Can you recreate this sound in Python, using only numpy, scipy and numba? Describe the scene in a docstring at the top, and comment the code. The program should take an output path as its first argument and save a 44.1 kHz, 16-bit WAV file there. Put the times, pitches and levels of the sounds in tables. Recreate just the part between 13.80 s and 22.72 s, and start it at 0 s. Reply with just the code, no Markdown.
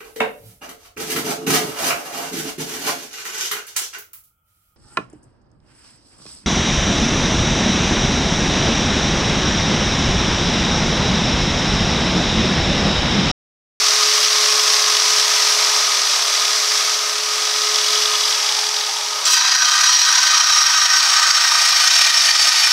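"""Out in a field, several metres from a carver at a stone block, recorded on a small mono camera microphone.
A large angle grinder runs free in the hands: sines for the motor whine, shaped noise for fan and gears.
Then its steel disc bites behind the block: noise turns into grinding grit and rings the disc's modes,
while the motor bogs down, chips crack off and the load throbs at multiples of the disc speed.
Wind rumbles faintly on the microphone, and a peak limiter holds the loudest moments."""
import sys
import numpy as np
from scipy import signal
from scipy.fft import rfft, irfft, next_fast_len
from scipy.io import wavfile
from scipy.ndimage import uniform_filter1d, minimum_filter1d
from numba import njit

SR = 44100
rng = np.random.default_rng(int(sys.argv[2]) if len(sys.argv) > 2 else 0)


def wav_out(sig):
    """Save sig, one row per channel (or a flat mono array), as 16-bit PCM at SR to the path in sys.argv[1]."""
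    wavfile.write(sys.argv[1], SR, np.round(np.clip(np.atleast_2d(sig).T, -1, 1) * 32767).astype(np.int16))


N = 393372
TIME = np.arange(N) / SR

BITE_S = 5.452  # the disc first touches the stone
GEAR_RATIO = 4.43  # armature turns per disc turn


def undb(db):
    """Decibels to gain."""
    return 10 ** (np.asarray(db) / 20)


def columns(table):
    """Every column of a time table after the first, interpolated sample by sample."""
    s, *cols = np.transpose(table)
    return [np.interp(TIME, s, c) for c in cols]


def unit(x):
    """Scale to rms 1."""
    return x / np.sqrt(np.mean(x ** 2))


def colour(x, points, edges_hz=()):
    """Shape by (Hz, dB) points; split softly at the edges into bands of rms 1, lowest first."""
    size = next_fast_len(N)
    log_hz = np.log(np.arange(1, size // 2 + 2) * SR / size)
    point_hz, point_db = np.array(points).T
    spectrum = rfft(x, size) * undb(np.interp(log_hz, np.log(point_hz), point_db))
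    above = [1.] + [.5 + .5 * np.tanh((log_hz - np.log(e)) * 12) for e in edges_hz] + [0.]
    return [unit(irfft(spectrum * (a - b), size)[:N]) for a, b in zip(above, above[1:])]


def walk(rate):
    """Random levels held 1 / rate seconds and smoothed twice; rms 1."""
    hold = int(SR / rate)
    steps = np.repeat(rng.standard_normal(N // hold + 1), hold)
    return unit(uniform_filter1d(uniform_filter1d(steps, hold), hold)[:N])


@njit
def svf(x, hz, width):
    """Two state-variable band-passes in a row with a moving centre, gain 1 there."""
    y, b, l, c, m = np.empty(len(x)), 0., 0., 0., 0.
    for i in range(len(x)):
        g, k = np.tan(np.pi * hz[i] / SR), width / hz[i]
        v = (b + g * (x[i] - l)) / (1 + g * (g + k))
        w = (c + g * (k * v - m)) / (1 + g * (g + k))
        b, l, c, m, y[i] = 2 * v - b, l + 2 * g * v, 2 * w - c, m + 2 * g * w, k * w
    return y


def swells(at_s, sizes, width_s):
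    """An envelope of short rounded swells centred on the given times."""
    env = np.zeros(N)
    at = (np.asarray(at_s) * SR).astype(int)
    env[at[at < N]] = np.asarray(sizes)[at < N]
    return np.clip(signal.fftconvolve(env, np.hanning(int(width_s * SR)), "same"), 0, None)


def bursts(rate, spread_db, width_s):
    """Swells at an uneven pace and of uneven size."""
    chance = rng.standard_normal((int(N / SR * rate * 1.5), 2))
    gaps = np.clip(1 + 0.2065 * chance[:, 0], .3, 2)
    return swells(np.cumsum(gaps) / rate, undb(spread_db * chance[:, 1]), width_s)


# The motor, spinning free and then loaded.
# Each row: time in seconds, armature speed in Hz.
MOTOR_SPEED = [(0, 424.2), (.9, 425.3), (1.4, 424.8), (4.6, 424.9), (5.0, 423.7), (5.55, 423.7), (6.1, 370),
               (6.3, 350), (6.6, 330), (7.0, 310), (7.45, 297), (7.9, 277), (8.92, 276)]


def armature_speed():
    """Turns per second of the armature, which sags under the load of the cut."""
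    return columns(MOTOR_SPEED)[0]


# Whine reaching the microphone before the load takes over.
# Each row: time in seconds, armature tone in dB, commutator tone in dB, both rms before their wander.
WHINE_LEVELS = [(0.0, -39.5, -56), (0.28, -33.5, -47), (0.5, -36, -51), (0.9, -33.5, -46), (1.35, -35, -56),
                (1.78, -37.5, -48), (2.05, -41.5, -56), (2.38, -46, -61), (2.7, -39, -53), (3.3, -40, -56),
                (3.55, -38.5, -64), (3.95, -36.5, -61), (4.15, -35.5, -52), (4.49, -39.5, -50),
                (4.67, -48, -56), (4.85, -43, -58), (5.5, -45, -59)]
# Overtones of the armature. Each row: multiple of armature speed, mean level in dB re armature tone.
ARMATURE_OVERTONES = [(.506, -32), (3, -9), (4, -14), (7, -11), (8, -12)]
# under load the armature tone drops, then sinks on to a floor; the commutator falls silent
LOADED_S, LOADED_DB, SINK_DB_PER_S, SUNK_DB = 5.6, -54, 7, -66


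def whine(hz):
    """Armature tone, its overtones and the commutator's thin whistle at thirty times the armature speed."""
    armature_db, commutator_db = columns(WHINE_LEVELS)
    loaded = np.clip((TIME - LOADED_S) / .08 + 1, 0, 1)
    sunk_db = np.maximum(LOADED_DB - SINK_DB_PER_S * (TIME - LOADED_S), SUNK_DB)
    armature_db = armature_db + loaded * (sunk_db - armature_db)
    turn = 2 * np.pi * np.cumsum(hz) / SR
    armature = undb(1.5 * walk(10)) * np.sin(turn)
    for order, db in ARMATURE_OVERTONES:
        armature = armature + undb(db + 3 * walk(25)) * np.sin(order * turn)
    commutator = (1 - loaded) * undb(commutator_db + 2 * walk(20)) * np.sin(30 * turn)
    return np.sqrt(2) * (undb(armature_db) * armature + commutator)


# The tool turning in the hands.
# Each row: time in seconds, gear roar in dB while in the open, casing hum in dB re roar.
HELD_LEVELS = [(0.0, -16, -11), (0.5, -16, -11), (1.0, -16, -10.5), (1.5, -16, -11), (2.05, -17, -8.5),
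               (2.21, -19, -9.5), (2.3, -18, -9.5), (3.0, -18, -10), (3.4, -21.5, -9), (4.14, -18.5, -10.5),
               (4.45, -19, -10), (4.65, -19.5, -9.5), (5.09, -23, -9.5), (5.44, -24, -6)]
# Spectral shape of fan and gears, within each of four bands. Each row: frequency in Hz, level in dB per Hz.
ROAR_SHAPE = [(88, -80), (150, -50.5), (389, -17.5), (420, -18), (481, -22.5), (596, -9.5), (797, -11.5),
              (1250, -3), (1400, -7.5), (2280, -6), (2820, -8.5), (5780, 1), (7020, -10.5), (13100, -26.5),
              (15600, -34.5)]
# Fixed casing resonances. Each row: frequency in Hz, filter width in Hz, mean level in dB over the roar.
CASING_MODES = [(1251, 80, 0), (5000, 62, -14)]
# What shifts as the tool turns. Each row: time in seconds, low resonance in Hz, its level in dB over
# the roar, guard rattle in dB re roar.
TURNING_TOOL = [(0, 1110, -5, -14), (1.1, 1055, -3.5, -11), (1.9, 910, -8, -14), (2.4, 940, -17, -9),
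                (3, 1070, -24, -16), (3.6, 1000, -45, -11), (4.0, 1070, -10, -6), (4.3, 1060, -13, -5.5),
                (4.5, 890, -3, -7), (4.8, 830, 6, -7), (5.2, 866, 7, -6.5), (5.45, 990, -3, -6)]
# The clearest knocks of gear slack. Each row: time in seconds (2.5 ms before the peak), peak in dB re roar.
GEAR_KNOCKS = [(0.2254, -14), (0.3257, -5), (0.448, 1), (0.941, -1), (1.1134, -13), (1.1662, 3),
               (1.1922, -13), (1.3959, 1), (1.4411, -15), (1.6267, -4), (2.2573, -12), (2.3156, -12),
               (2.3406, -17), (2.4808, -9), (2.5386, -6), (3.8167, 1), (4.0986, -19), (4.213, -8),
               (4.6273, -6), (4.658, -5), (4.688, 0), (4.7207, 3), (5.026, -15)]
# Modes of the sheet-metal guard. Each row: frequency in Hz, filter width in Hz, relative level in dB.
GUARD_MODES = [(3382, 200, 3), (3830, 250, -0.5), (2960, 240, -2.5), (4860, 300, 0.5)]
HIDDEN_DB = -14  # the free roar once the tool works behind the block
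# shell and hiss re roar when the roar is at FACING_DB; each gains this share of what the roar
# loses as the tool turns away
FACING_DB = -16
SHELL_DB, SHELL_KEEPS = -11.5, .05
HISS_DB, HISS_KEEPS = -12.5, 0.11
RATTLE_DB, RATTLE_WANDER_DB = 2.5, 0.3  # depth of the rattle, and its slow wander


def free_running():
    """Fan air and gear mesh through the casing; slack in the gears knocks about forty times a second."""
    roar_db, hum_db = columns(HELD_LEVELS)
    away_db = FACING_DB - roar_db
    shell_db = SHELL_DB + SHELL_KEEPS * away_db
    hiss_db = HISS_DB + HISS_KEEPS * away_db
    rattle_db = RATTLE_DB + RATTLE_WANDER_DB * walk(2.83)
    low_hz, low_db, guard_db = columns(TURNING_TOOL)

    noise = rng.standard_normal(N)
    air = noise + undb(low_db) * svf(noise, low_hz, 190.0)
    for mode_hz, width_hz, db in CASING_MODES:
        air = air + undb(db + 1.5 * walk(20)) * svf(noise, np.full(N, 1. 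* mode_hz), 1. * width_hz)
    hum, shell, roar, hiss = colour(air, ROAR_SHAPE, edges_hz=(1430, 2500, 7000))

    slack = bursts(42, 1.8, .010)
    at_s, peak_db = np.transpose(GEAR_KNOCKS)
    knocks = swells(at_s + 0.0025, undb(peak_db), 0.0041)
    rattle = unit(1 + np.clip(undb(rattle_db) - 1, 0, 9) * slack) + knocks

    # every knock shakes the guard, which answers on its own modes
    shake = (0.25 + slack + 1.9 * knocks) * rng.standard_normal(N)
    guard = 0
    for mode_hz, width_hz, db in GUARD_MODES:
        guard = guard + undb(db) * svf(shake, np.full(N, 1. * mode_hz), 1. * width_hz)

    body = rattle * (roar + undb(shell_db) * shell)
    # hum and hiss follow the rattle more gently
    body = body + rattle ** 0.61 * (undb(hum_db) * hum + undb(hiss_db) * hiss)
    hidden_db = HIDDEN_DB * np.clip((TIME - 5.5) / .06, 0, 1)
    return (body + undb(guard_db) * unit(guard)) * undb(roar_db + hidden_db + 0.34 * walk(19))


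# Gusts at the microphone. Each row: time of the peak in seconds, peak in dB before the wander.
WIND_GUSTS = [(0.03, -77), (0.2, -78), (0.74, -72), (1.07, -76), (1.54, -75), (1.86, -82), (4.65, -69),
              (4.92, -77), (6.83, -79)]
BREEZE_DB, BREEZE_FADES_DB_PER_S, GUST_S = -85, 1.6, 0.2


def wind():
    """Faint fading breeze and short gusts: low noise rumbling on the microphone."""
    rumble, = colour(rng.standard_normal(N), [(20, -14), (60, 2), (110, 6), (170, -12), (300, -38)])
    at_s, peak_db = np.transpose(WIND_GUSTS)
    breeze = undb(BREEZE_DB - BREEZE_FADES_DB_PER_S * TIME)
    return rumble * (breeze + swells(at_s, undb(peak_db), GUST_S)) * undb(3.0 * walk(7.5))


@njit
def repeat(x, lag, share):
    """Feed back what happened one turn ago."""
    y = x.copy()
    for i in range(2000, len(x)):
        k = int(lag[i])
        a = lag[i] - k
        y[i] += share * ((1 - a) * y[i - k] + a * y[i - k - 1])
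    return y


# The cut behind the block. Each row: time in seconds, grinding in dB, low ring in dB re grinding,
# high ring in dB re grinding.
CUT_LEVELS = [(5.455, -13, -12, -6), (5.47, -18, -9, -9), (5.48, -13, -11, -9), (5.5, -17, -9, -8),
              (5.525, -10.5, -11, -8), (5.6, -14, -6.5, -15), (5.9, -14.5, -5.5, -13),
              (6.05, -12.5, -7.5, -14), (6.8, -13.5, -6, -15), (7.8, -14, -5, -14.5),
              (8.15, -13.5, -7.5, -14.5), (8.9, -14.5, -5.5, -14)]
# Spectral shape of the grinding dust. Each row: frequency in Hz, level in dB per Hz.
GRIT_SHAPE = [(90, -80), (150, -28.5), (480, -27), (700, -12.5), (1100, -18.5), (2200, -7.5), (3500, -3),
              (5400, -0.5), (6500, -4), (7200, -12), (9000, -24), (12000, -32), (15000, -34), (15700, -31)]
# Disc modes that glide as the rim sinks and slows. Each row: Hz at first bite, Hz when buried,
# width in Hz before widening, then relative level in dB at each of the four stages, before flaring.
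DISC_RING = [(1000, 950, 64, -13, -14, -14, -17), (1240, 1225, 64, -7, -6, -6, -9),
             (1550, 1510, 64, -7, -7, -8, -10), (1865, 1870, 64, -9, -9, -8, -7),
             (2550, 2410, 68, -13, -15, -15, -8), (3180, 3040, 72, -10, -12, -11, -10),
             (3950, 3750, 72, -6, -9, -9, -9), (4340, 4150, 76, -6, -10, -10, -12),
             (4860, 4610, 76, -4, -8, -6, -3), (5150, 5130, 80, -8, -10, -11, -8),
             (5800, 5400, 150, -2, 0, -2, -1), (6300, 6050, 84, -11, -8, -8, -9),
             (6520, 6520, 84, -11, -14, -11, -14), (7700, 7550, 88, -22, -21, -18, -17),
             (8000, 7760, 92, -22, -18, -17, -18), (8300, 8270, 92, -24, -26, -19, -25),
             (9000, 8660, 96, -24, -22, -19, -16), (9260, 9280, 96, -29, -24, -22, -23),
             (9950, 9780, 96, -25, -21, -24, -23), (10250, 10250, 100, -32, -32, -28, -25),
             (10650, 10650, 100, -29, -33, -27, -24), (11000, 11030, 104, -29, -27, -31, -27),
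             (11300, 11280, 104, -31, -32, -31, -24), (12050, 11730, 108, -32, -27, -30, -31),
             (12350, 12300, 108, -31, -34, -31, -28), (13250, 12810, 112, -30, -31, -29, -28),
             (13500, 13320, 112, -37, -42, -35, -34), (14250, 13930, 116, -36, -32, -29, -31),
             (14600, 14400, 116, -35, -45, -35, -36), (15300, 15000, 120, -40, -35, -34, -33)]
# Stages of the cut. One row: the four times in seconds.
RING_STAGES_S = (5.9, 6.75, 7.65, 8.4)
BURIED_S = 8.4
WIDEN = 2.19  # two band-passes in a row are narrower than each alone
FEED_WANDER_DB = -0.04  # uneven hand pressure


def cutting(hz):
    """Diamond grit tears at the stone, partly alike on each turn, and rings the disc."""
    grind_db, low_db, high_db = columns(CUT_LEVELS)
    turn_samples = GEAR_RATIO * SR / hz
    # the disc chatters against the walls of the kerf
    contact = (1 + .5 * bursts(31, 3, .022)) * (TIME > BITE_S)
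    grit = contact * unit(repeat(rng.standard_normal(N), turn_samples, .3))
    dust = contact * repeat(rng.standard_normal(N), turn_samples, .2)
    depth = np.clip((TIME - BITE_S) / (BURIED_S - BITE_S), 0, 1)
    ring = 0
    for bite_hz, buried_hz, width_hz, *stage_db in DISC_RING:
        # each mode flares and fades with the shifting contact
        gain = undb(np.interp(TIME, RING_STAGES_S, stage_db) + 1.6 * walk(14))
        mode_hz = bite_hz + (buried_hz - bite_hz) * depth
        ring = ring + gain * svf(grit, mode_hz, WIDEN * width_hz)
    # the dust comes forward as the rim sinks in
    mix = unit(ring) + undb(-5 + 4.0 * depth) * colour(dust, GRIT_SHAPE)[0]
    low, mid, high = colour(mix, [(150, -20), (400, -4), (800, 0)], edges_hz=(2450, 7000))
    share = np.sqrt(1 - BITE_S * SR / N)  # each band at rms 1 while the disc cuts
    bands = mid + undb(low_db) * low + undb(high_db) * high
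    return bands * share * undb(grind_db + FEED_WANDER_DB * walk(5.6))


# Chips breaking off the stone. Each row: time in seconds, peak in dB.
STONE_CHIPS = [(5.623, 0), (5.696, 0), (5.765, 1), (5.898, 1), (5.98, 1), (6.162, 3), (6.251, 1),
               (6.644, 3), (6.833, 3), (7.005, 0), (7.063, 3), (7.208, 2), (7.513, 2), (7.691, 1),
               (7.911, 2), (8.249, 2), (8.308, 2), (8.409, 1), (8.515, 2), (8.566, 1)]
TOUCH_HZ, TOUCH_DB, TOUCH_DECAY_S = 7600, -11, 0.0078  # ping of the rim at first touch


def chips():
    """Each chip is a sharp crack, a few cycles long; the first touch pings the rim."""
    crack = np.sin(2 * np.pi * 4800 * np.arange(36) / SR) * np.hanning(36)
    hits = np.zeros(N)
    for s, db in STONE_CHIPS:
        hits[int(s * SR) - 18] = undb(db)  # half a crack early, to centre it
    t = np.clip(TIME - BITE_S, 0, None)
    ping = np.sin(2 * np.pi * TOUCH_HZ * t) * (1 - np.exp(-t / 0.0011)) * np.exp(-t / TOUCH_DECAY_S)
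    return np.convolve(hits, crack)[:N] + undb(TOUCH_DB) * ping


# Throb of the loaded disc. Each row: multiple of disc speed, mean peak level in dB once the kerf grips.
THROB_ORDERS = [(2, -84), (3, -72), (4, -70), (5, -62), (6, -62), (8, -57), (9, -54), (11, -49), (12, -49),
                (14, -46), (15, -46)]
GRIPPED_S, GRIP_DB_PER_S = 7.77, 5.5  # the throb grows until the kerf grips
BOG_ORDER, BOG_DB = 8, -41


def throb(hz):
    """Drag of the disc at multiples of its speed, one of which stands out as it bogs down."""
    disc_turn = 2 * np.pi * np.cumsum(hz) / SR / GEAR_RATIO
    drag = 0
    for order, db in THROB_ORDERS:
        drag = drag + undb(db + 3 * walk(8)) * np.sin(order * disc_turn)
    grip = undb(GRIP_DB_PER_S * np.minimum(TIME - GRIPPED_S, 0)) * (TIME > BITE_S)
    bogging = np.interp(TIME, (5.55, 5.65, 6.05, 6.2), (0, 1, 1, 0))
    bog = undb(BOG_DB + 2 * walk(12)) * bogging * np.sin(BOG_ORDER * disc_turn)
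    return drag * grip + bog


def scene():
    """All sources reach one microphone, copied to two equal channels."""
    hz = armature_speed()
    free = whine(hz) + free_running() + wind()
    cut = cutting(hz) + chips() + throb(hz)
    return np.tile(free + cut, (2, 1))


@njit
def follow(x, top, release):
    """Peak follower that jumps up at once and creeps back to the threshold."""
    y, e = np.empty(len(x)), top
    for i in range(len(x)):
        e = max(abs(x[i]), e + (top - e) * release)
        y[i] = e
    return y


LIMIT = .75  # peak level where limiting starts, full scale 1
RELEASE_S = .025
NOTCH_HZ, NOTCH_WIDTH_HZ = 7000, 70
TOP_HZ = 15725


def record(dry):
    """Peak limiter, a narrow notch and the steep top cut of the camera."""
    mono = dry[0]
    # the power below 1 lets part of each peak through
    gain = (LIMIT / follow(mono, LIMIT, 1 / (RELEASE_S * SR))) ** .7
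    gain = minimum_filter1d(gain, size=80)  # duck slightly ahead of each peak
    for _ in range(3):
        gain = uniform_filter1d(gain, size=40)
    x = signal.lfilter(*signal.iirnotch(NOTCH_HZ, NOTCH_HZ / NOTCH_WIDTH_HZ, SR), gain * mono)
    x = signal.sosfilt(signal.ellip(14, .2, 95, TOP_HZ, fs=SR, output="sos"), x)
    return np.tile(x / max(1, np.abs(x).max()), (2, 1))


dry = scene()
out = record(dry)
wav_out(out)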